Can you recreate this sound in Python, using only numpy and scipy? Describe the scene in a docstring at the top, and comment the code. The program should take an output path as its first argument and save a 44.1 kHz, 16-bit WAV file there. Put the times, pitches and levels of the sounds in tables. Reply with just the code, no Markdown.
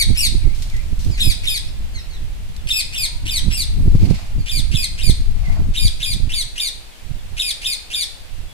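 """Parakeet beside a breezy field

A parakeet screeches from a tree in runs of two to four notes, and other birds answer far off.
Each note opens with a rasp, usually squeaks, then breaks to a lower voice that slides down.
Branches and leaves scatter the calls. Gusts buffet the microphone's two openings (left and right),
over light ticks, two soft scuffs in the grass and a quiet country hush."""
import sys
import numpy as np
from scipy import signal
from scipy.fft import rfft, irfft, next_fast_len
from scipy.io import wavfile
from scipy.ndimage import uniform_filter1d, map_coordinates

SR = 44100
rng = np.random.default_rng(int(sys.argv[2]) if len(sys.argv) > 2 else 0)


def wrap_up_sound(samples):
    """Save the sound to the file named by the first command line argument, as 16-bit audio."""
    columns = np.atleast_2d(samples).T
    # keep every value between -1 and 1, then stretch to whole-number steps
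    tamed = np.clip(columns, -1, 1)
    steps = np.round(tamed * 32767).astype(np.int16)
    wavfile.write(sys.argv[1], SR, steps)


N = 376155
TIME = np.arange(N) / SR

# rasp_end_s, length_after_rasp_s, low_pitch_hz, sag_share, base_level_db, squeak_gain
SCREECHES = [(-.08, 0.12, 2588, 0.074, -19.5, 1), (.172, 0.11, 2624, 0.13, -20.5, None),
             (1.203, 0.13, 2502, -.02, -24.5, 1.57), (1.466, 0.12, 2515, 0.052, -24.5, 1.4),
             (2.702, 0.12, 2560, -.08, -23, 1.16), (2.96, 0.11, 2521, 0.044, -23.5, 0.56),
             (3.29, 0.11, 2532, 0.22, -25, .65), (3.526, 0.12, 2582, 0.13, -25.5, None),
             (4.49, 0.12, 2457, 0.046, -26, 0.67), (4.746, 0.12, 2530, 0.045, -25.5, 0.82),
             (5.018, 0.1, 2458, 0.065, -25.5, 0.51), (5.768, 0.12, 2405, -0.028, -25, 1.2),
             (6.028, .122, 2472, .03, -26, 1.3), (6.332, .102, 2396, 0.11, -25.5, 1),
             (6.597, 0.099, 2425, 0.11, -25, 1.3), (7.393, 0.13, 2522, 0.037, -24.5, 1.2),
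             (7.656, 0.1, 2480, 0.022, -23.5, 0.96), (7.937, 0.11, 2424, 0.076, -24.5, 1.07)]
def parakeet(rasp_db=-26, squeak_hz=3700, growl_db=-17, breath_db=-16):
    """The bird rasps, squeaks, then drops to a low voice that gets rougher as it sinks."""
    out = np.zeros(N)
    for at, length, hz, sag, db, squeak_gain in SCREECHES:
        pressed = squeak_gain is None  # a pressed note goes straight from rasp to low voice
        squeak_s = 0 if pressed else .023 + .46 * (length - .12)
        rasp_s = .022 if pressed else .053 - squeak_s
        add(out, at - rasp_s - .003, rasp(rasp_s) * undb(rasp_db))
        if not pressed:
            u, fade = envelope(squeak_s)
            pitch = squeak_hz * (1 - .226 * (u - .25) ** 2 + .018 * rng.standard_normal())
            squeak = voice_box(pitch, jitter=.045, flutter_db=3.5)
            # uneven vibrations add a growl an octave below
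            squeak += undb(growl_db) * voice_box(pitch / 2, jitter=.06, flutter_db=3.5, octave_db=-1)
            add(out, at - .001, squeak * fade * squeak_gain * undb(db + .1))
        u, fade = envelope(length - squeak_s - .004)
        effort_db = np.interp(u, [0, .8, 1], [3.5, 4, -1])
        root_db = -5 + (hz - 2480) / 40 - 6 * pressed  # strength of the lowest harmonic
        pitch = falling_pitch(u, hz, sag, pressed)
        voice = voice_box(pitch, jitter=.014 + .045 * u ** 5, flutter_db=3.2, root_db=root_db)
        add(out, at + squeak_s - .002, voice * fade * undb(db + effort_db))
    # air scratches through the throat in step with the voice
    loudness = np.sqrt(np.abs(uniform_filter1d(out ** 2, size=400)))
    scratch = undb(4 * wander(700))
    return out + undb(breath_db) * loudness * unit(noise(THROAT_TONE)[0] * scratch)


def falling_pitch(u, hz, sag, pressed, end_hz=1583):
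    """The low voice starts high (or, if pressed, climbs to a peak), sags, then drops away."""
    onset = .11 * np.exp(-u / .0472)
    if pressed:
        onset = .12 * np.exp(-((u - .235) / .1) ** 2) - onset / 2
    final_drop = (hz * (1 - sag) - end_hz) * u ** 4
    return hz * (1 + onset - sag * u) - final_drop


# How the throat and beak shape the voice: frequency_hz, gain_db
THROAT_TONE = [(1600, -19.5), (2400, -6), (3000, 0.5), (3600, 3), (5000, -2), (5900, -5), (7400, -7.5),
               (8400, 4.5), (9900, 0.5), (11200, -8.5), (12400, -3), (13500, -14), (15000, -11.5)]
def voice_box(hz, jitter, flutter_db, octave_db=-4, root_db=0):
    """A shaky membrane makes harmonics (multiples of its pitch) that ring through the throat."""
    n = len(hz)
    hz = hz * (1 + jitter * wander(1500, n) + .01197 * wander(127.3, n))
    harmonic = np.arange(1, 9)[:, None]
    tilt = undb(octave_db * np.log2(harmonic) + root_db * (harmonic == 1))
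    gains = gain_at(THROAT_TONE, harmonic * hz) * tilt * (harmonic * hz < SR / 2.2)
    voice = np.sum(gains * np.sin(harmonic * phase_of(hz)), axis=0)
    return voice * undb(flutter_db * wander(419.5, n))


# The hiss in the rasp: frequency_hz, gain_db
RASP_HISS = [(800, -23), (1500, 10), (2500, 23), (3700, 10), (6000, 14), (9000, 4), (15000, -33)]
def rasp(length, hz=2850, chaos=.151):
    """A chaotic vibration swells and rises; a long one settles into a hoarse chirp."""
    u, fade = envelope(length)
    settled = np.clip((u * length - .012) / .006, 0, 1) * np.clip((length - .024) / .012, 0, 1)
    pitch = hz * (1 + .3 * (u - .7) + .187 * u ** 8)
    voice = voice_box(pitch, jitter=.045 + chaos * (1 - settled), flutter_db=4.5, octave_db=-5)
    hiss = .9 * (1 - settled / 2) * noise(RASP_HISS, len(u))[0]
    return ((1 + settled / 2) * voice + hiss) * fade * undb(-9 * (1.5 - u))


# The tone of the echo from the leaves: frequency_hz, gain_db
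LEAF_TONE = [(2400, 2), (3400, 2.5), (4600, 3), (9000, 0), (15000, -13)]
# The right side hears later as the microphone turns away: time_s, delay_s
RIGHT_DELAY = [(1.4, .00017), (2.8, 0.00024), (6, 0.000296)]
def through_trees(call, leaves_db, branch_db=-6.5, branches=14, tail_s=.38):
    """A call reaches the left side first; branches add separate echoes, leaves a soft tail."""
    t = TIME[:SR]
    decay = undb(-60 * t / tail_s) + undb(-23 - 60 * t / 1.2)
    tail = noise(LEAF_TONE, SR) * decay * np.minimum(t / .012, 1)
    echoes = undb(leaves_db) * unit(tail) / np.sqrt(SR)
    for side in echoes:
        delays_s = rng.uniform(.0006, .021, branches)
        signs = rng.choice([-1, 1], branches)
        side[(delays_s * SR).astype(int)] += undb(branch_db) * signs / np.sqrt(branches)
    lag_s = np.interp(TIME, *np.transpose(RIGHT_DELAY))
    right = map_coordinates(call, [(TIME - lag_s) * SR], order=3)
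    return np.array([call, right]) + signal.fftconvolve(call[None], echoes, axes=1)[:, :N]


# The strength of the breeze: time_s, level_db
BREEZE_LEVELS = [(0.0, -21), (2.85, -28.5), (4.01, -18), (4.28, -28), (5.7, -21.5), (5.82, -24),
                 (6.22, -26.5), (6.65, -35.5), (7.08, -44), (7.24, -34.5), (7.82, -40), (8.53, -35)]
# Gusts, most hitting one side harder: peak_s, rumble_db, swirl_db, left_minus_right_db
GUSTS = [(0.095, -14, -18.5, -33), (0.336, -13.5, -22, -42), (0.463, -14.5, -19.5, -29),
         (0.915, -16, -23.5, -14), (1.086, -17.5, -19.5, -31), (1.258, -15, -23, -8.5),
         (2.202, -25.5, -36, -23), (2.647, -26.5, -36.5, -26), (3.25, -22.5, -31.5, 26),
         (3.467, -14.5, -19.5, -18), (3.788, -22, -21.5, 29), (3.865, -12.5, -17.5, -16),
         (3.937, -11, -15.5, 8), (4.018, -29, -17, -41), (4.095, -18, -14.5, -39),
         (4.369, -16.5, -25, -5.5), (4.583, -18, -27, -25), (4.731, -14.5, -22, -23),
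         (5.08, -12, -17, -10.5), (5.276, -14, -32, 1.5), (5.471, -9.5, -28.5, 17), (5.605, -20, -25, -17),
         (5.675, -16, -29.5, 3), (5.836, -13.5, -27, 8), (6.15, -34, -30, -20), (6.19, -17.5, -28, -25),
         (6.26, -26, -29.5, -12), (7.101, -32, -32.5, -31), (7.154, -25.5, -43, -25),
         (7.31, -26.5, -41, -22), (8.373, -29, -48, -20)]
# The wind's deep rumble: frequency_hz, gain_db
RUMBLE_TONE = [(4, -15.5), (12, 4.5), (22, -0.5), (43, -4.5), (75, -10.5), (130, -24), (220, -40.5),
               (600, -71)]
# Small swirls of air: frequency_hz, gain_db
SWIRL_TONE = [(40, -2), (120, 4.5), (220, -3.5), (350, -14.5), (550, -29), (2500, -55)]
def wind(rise_s=.056, fall_s=.058, swirl_s=.016, kick_s=.0038, kick_over_swirl_db=12):
    """Air tumbles over the microphone: a rumble, bursts of swirls and a pressure kick per gust."""
    breeze = pan(-2) * undb(np.interp(TIME, *np.transpose(BREEZE_LEVELS)) + .5)
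    rumble_power = breeze ** 2
    swirl_power = (breeze * undb(-16)) ** 2
    for peak, rumble_db, swirl_db, side_db in GUSTS:
        swell = np.exp(-((TIME - peak) / np.where(TIME < peak, rise_s, fall_s)) ** 2)
        rumble_power += (undb(rumble_db) * pan(side_db)) ** 2 * swell
        swirl_power += (undb(swirl_db) * pan(side_db)) ** 2 * np.exp(-np.abs(TIME - peak) / swirl_s)
    bursts = np.clip([wander(30), wander(30)], -2, 1.8)
    out = np.sqrt(rumble_power) * undb(2) * unit(noise(RUMBLE_TONE) * undb(3.7 * bursts))
    out += np.sqrt(swirl_power) * unit(noise(SWIRL_TONE) * undb(5 * bursts))
    from_peak = np.arange(-4 * kick_s, 4 * kick_s, 1 / SR) / kick_s
    pulse = (1 - 2 * from_peak ** 2) * np.exp(-from_peak ** 2)
    for peak, _, swirl_db, side_db in GUSTS:
        kick = pulse + .5 * noise(SWIRL_TONE, len(pulse)) * np.exp(-from_peak ** 2 / 3)
        add(out, peak - len(kick) / SR / 2, undb(swirl_db + kick_over_swirl_db) * pan(side_db) * kick)
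    return out


# Far parakeets answering: start_s, length_s, pitch_hz, level_db
FAR_CALLS = [(1.106, 0.081, 2590, -39), (1.672, 0.043, 2860, -47), (1.939, 0.052, 2264, -36.5),
             (1.98, 0.03, 2750, -44), (2.104, 0.07, 2260, -45), (2.541, 0.062, 2074, -51),
             (4.382, 0.043, 2440, -43.5), (5.55, 0.033, 2490, -50.5)]
# Other birds' whistles and hoots: start_s, length_s, pitch_hz, mid_note_rise_share, level_db
FAR_WHISTLES = [(.4, .13, 2600, -.2, -43), (.7, .1, 2550, -.23, -40), (2.92, .6, 918, .045, -55),
                (5.43, .09, 2300, -.13, -40), (8.47, .09, 3400, 0, -49)]
def far_birds(twitters_per_s=14, twitter_db=-51, twitter_hz=(1300, 2500)):
    """Falling chirps, a flock's faint twitter and pure whistles carry over the field."""
    out = np.zeros(N)
    for start, length, hz, db in FAR_CALLS:
        add(out, start, undb(db) * far_chirp(length, hz))
    for when, long, high, quiet in rng.random((int(twitters_per_s * N / SR), 4)):
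        chirp = far_chirp(.015 + .04 * long, np.interp(high, [0, 1], twitter_hz))
        add(out, when * N / SR, undb(twitter_db - 8 * quiet) * chirp)
    for start, length, hz, rise, db in FAR_WHISTLES:
        u, fade = envelope(length, edge_s=.0136)
        pitch = hz * (1 + rise * np.sin(np.pi * u)) * (1 + .012 * wander(211, len(u)))
        add(out, start, undb(db + 2 * wander(52, len(u))) * fade * np.sin(phase_of(pitch)))
    return out


def far_chirp(length, hz, fall_per_s=3.7, harmonics_db=(-7, 0, -10, -15)):
    """One note wavers as it falls, its top harmonics worn down by distance."""
    u, fade = envelope(length, edge_s=.01026)
    pitch = hz * (1 - fall_per_s * length * u) * (1 + .013 * wander(500, len(u)))
    voice = sum(undb(db) * np.sin(k * phase_of(pitch)) for k, db in enumerate(harmonics_db, 1))
    return voice * fade * undb(3 * wander(120, len(u)))


# Light, dry ticks: start_s, level_db, decay_s
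DRY_TICKS = [(0.548, -41.5, 0.3), (0.622, -32, 0.021), (0.699, -34, 0.0054), (0.765, -34, 0.0053),
             (0.991, -39, 0.19), (1.047, -32, 0.0054), (2.564, -34, .004)]
def ticks():
    """Bright noise starts sharply and dies away: quickly for a tick, slowly for a rustle."""
    out = np.zeros((2, N))
    t = TIME[:SR // 2]
    bright_tone = [(800, -9), (4000, 15), (8500, 9), (15000, -2.5)]
    for start, db, decay_s in DRY_TICKS:
        add(out, start, noise(bright_tone, len(t)) * undb(db) * np.exp(-t / decay_s))
    return out


# Scuffs in the grass: middle_s, length_s, scrape_db, hiss_db
GRASS_SCUFFS = [(4.112, .26, -45, -38), (5.498, .24, -42, -45.5)]
# A scuff's hiss: frequency_hz, gain_db
GRASS_HISS = [(1500, -12), (2300, 8), (3200, 1), (4500, 6), (5800, -2), (8500, -5), (15000, -19)]
# A scuff's dull scrape: frequency_hz, gain_db
SCRAPE_TONE = [(400, -18), (650, 14), (1250, 2.5), (1550, -1), (2100, -2), (3200, -43)]
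def scuffs(grain_db=3, scrape_lag_s=.04):
    """Something brushes through the grass: a grainy hiss, with a dull scrape just behind."""
    out = np.zeros((2, N))
    for middle, length, scrape_db, hiss_db in GRASS_SCUFFS:
        u, fade = envelope(length, edge_s=.21)
        swell = fade * undb(grain_db * wander(96, len(u)))
        start = middle - len(u) / SR / 2
        add(out, start, noise(GRASS_HISS, len(u)) * swell * undb(hiss_db))
        add(out, start + scrape_lag_s, noise(SCRAPE_TONE, len(u)) * swell * undb(scrape_db))
    return out


# The countryside's quiet background: frequency_hz, gain_db
HUSH_TONE = [(200, 2.5), (650, 4), (1300, -2), (2500, 2), (4200, -1), (6000, -6.5), (8500, -6),
             (14500, -13.5)]
def hush(level_db=-44.5):
    """Far leaves make a soft noise that barely swells."""
    return noise(HUSH_TONE) * undb(level_db + .5 * wander(1.6))


def undb(db):
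    """Turn decibels into a gain to multiply by."""
    return 10 ** (np.asarray(db) / 20)


def unit(x):
    """Scale a sound to an average power of 1."""
    return x / np.sqrt(np.mean(x ** 2))


def gain_at(tone, hz):
    """Look up the gain at any frequency in a table of frequency_hz, gain_db."""
    frequencies, db = np.transpose(tone)
    return undb(np.interp(np.log(np.maximum(hz, 1)), np.log(frequencies), db))


def colour(x, tone):
    """Filter a sound with a tone table."""
    n = next_fast_len(x.shape[-1])
    gains = gain_at(tone, np.arange(n // 2 + 1) * SR / n)
    return irfft(rfft(x, n) * gains, n)[..., :x.shape[-1]]


def noise(tone, size=N):
    """Noise with the given tone, unrelated on left and right."""
    return unit(colour(rng.standard_normal((2, size)), tone))


def wander(per_s, size=N):
    """Glide between random values, mostly within -1 to 1."""
    steps = np.arange(size)
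    return np.interp(steps * per_s / SR, steps, rng.standard_normal(size))


def phase_of(hz):
    """The running angle of a wave whose pitch changes."""
    return 2 * np.pi * np.cumsum(hz) / SR


def envelope(length, edge_s=.00404):
    """Progress u from 0 to 1 through a sound, and a fade in and out."""
    length = max(length, 0) + edge_s
    u = np.linspace(0, 1, int(length * SR))
    return u, np.clip(np.minimum(u, 1 - u) * length / edge_s, 0, 1)


def pan(left_minus_right_db):
    """Left and right gains that keep the total power the same."""
    gains = undb(np.array([[.5], [-.5]]) * left_minus_right_db)
    return gains / np.sqrt(np.mean(gains ** 2, axis=0))


def add(out, start_s, x):
    """Mix x into out at the given time."""
    offset = int(start_s * SR)
    first, end = max(offset, 0), min(offset + x.shape[-1], N)
    if end > first:
        out[..., first:end] += x[..., first - offset:end - offset]


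def scene():
    """Mix it all. The parakeet sits to the left, so it sounds a little duller on the right."""
    left, right = through_trees(parakeet(), leaves_db=-8.5)
    left = colour(left, [(4500, 3.3), (8500, 2.4)])
    right = colour(right, [(4500, 3.5), (8500, -6.5), (13000, -1.5)])
    answers = through_trees(far_birds(), leaves_db=-8)
    return np.array([left, right]) + answers + ticks() + scuffs() + wind() + hush()


def record(dry):
    """Round off the strongest gusts at full scale and cut the highest treble steeply."""
    rounded = dry / (1 + dry ** 6) ** (1 / 6)
    treble_cut = signal.ellip(10, .1, 60, 15500, fs=SR, output="sos")
    return signal.sosfiltfilt(treble_cut, rounded)


dry = scene()
out = record(dry)
wrap_up_sound(out)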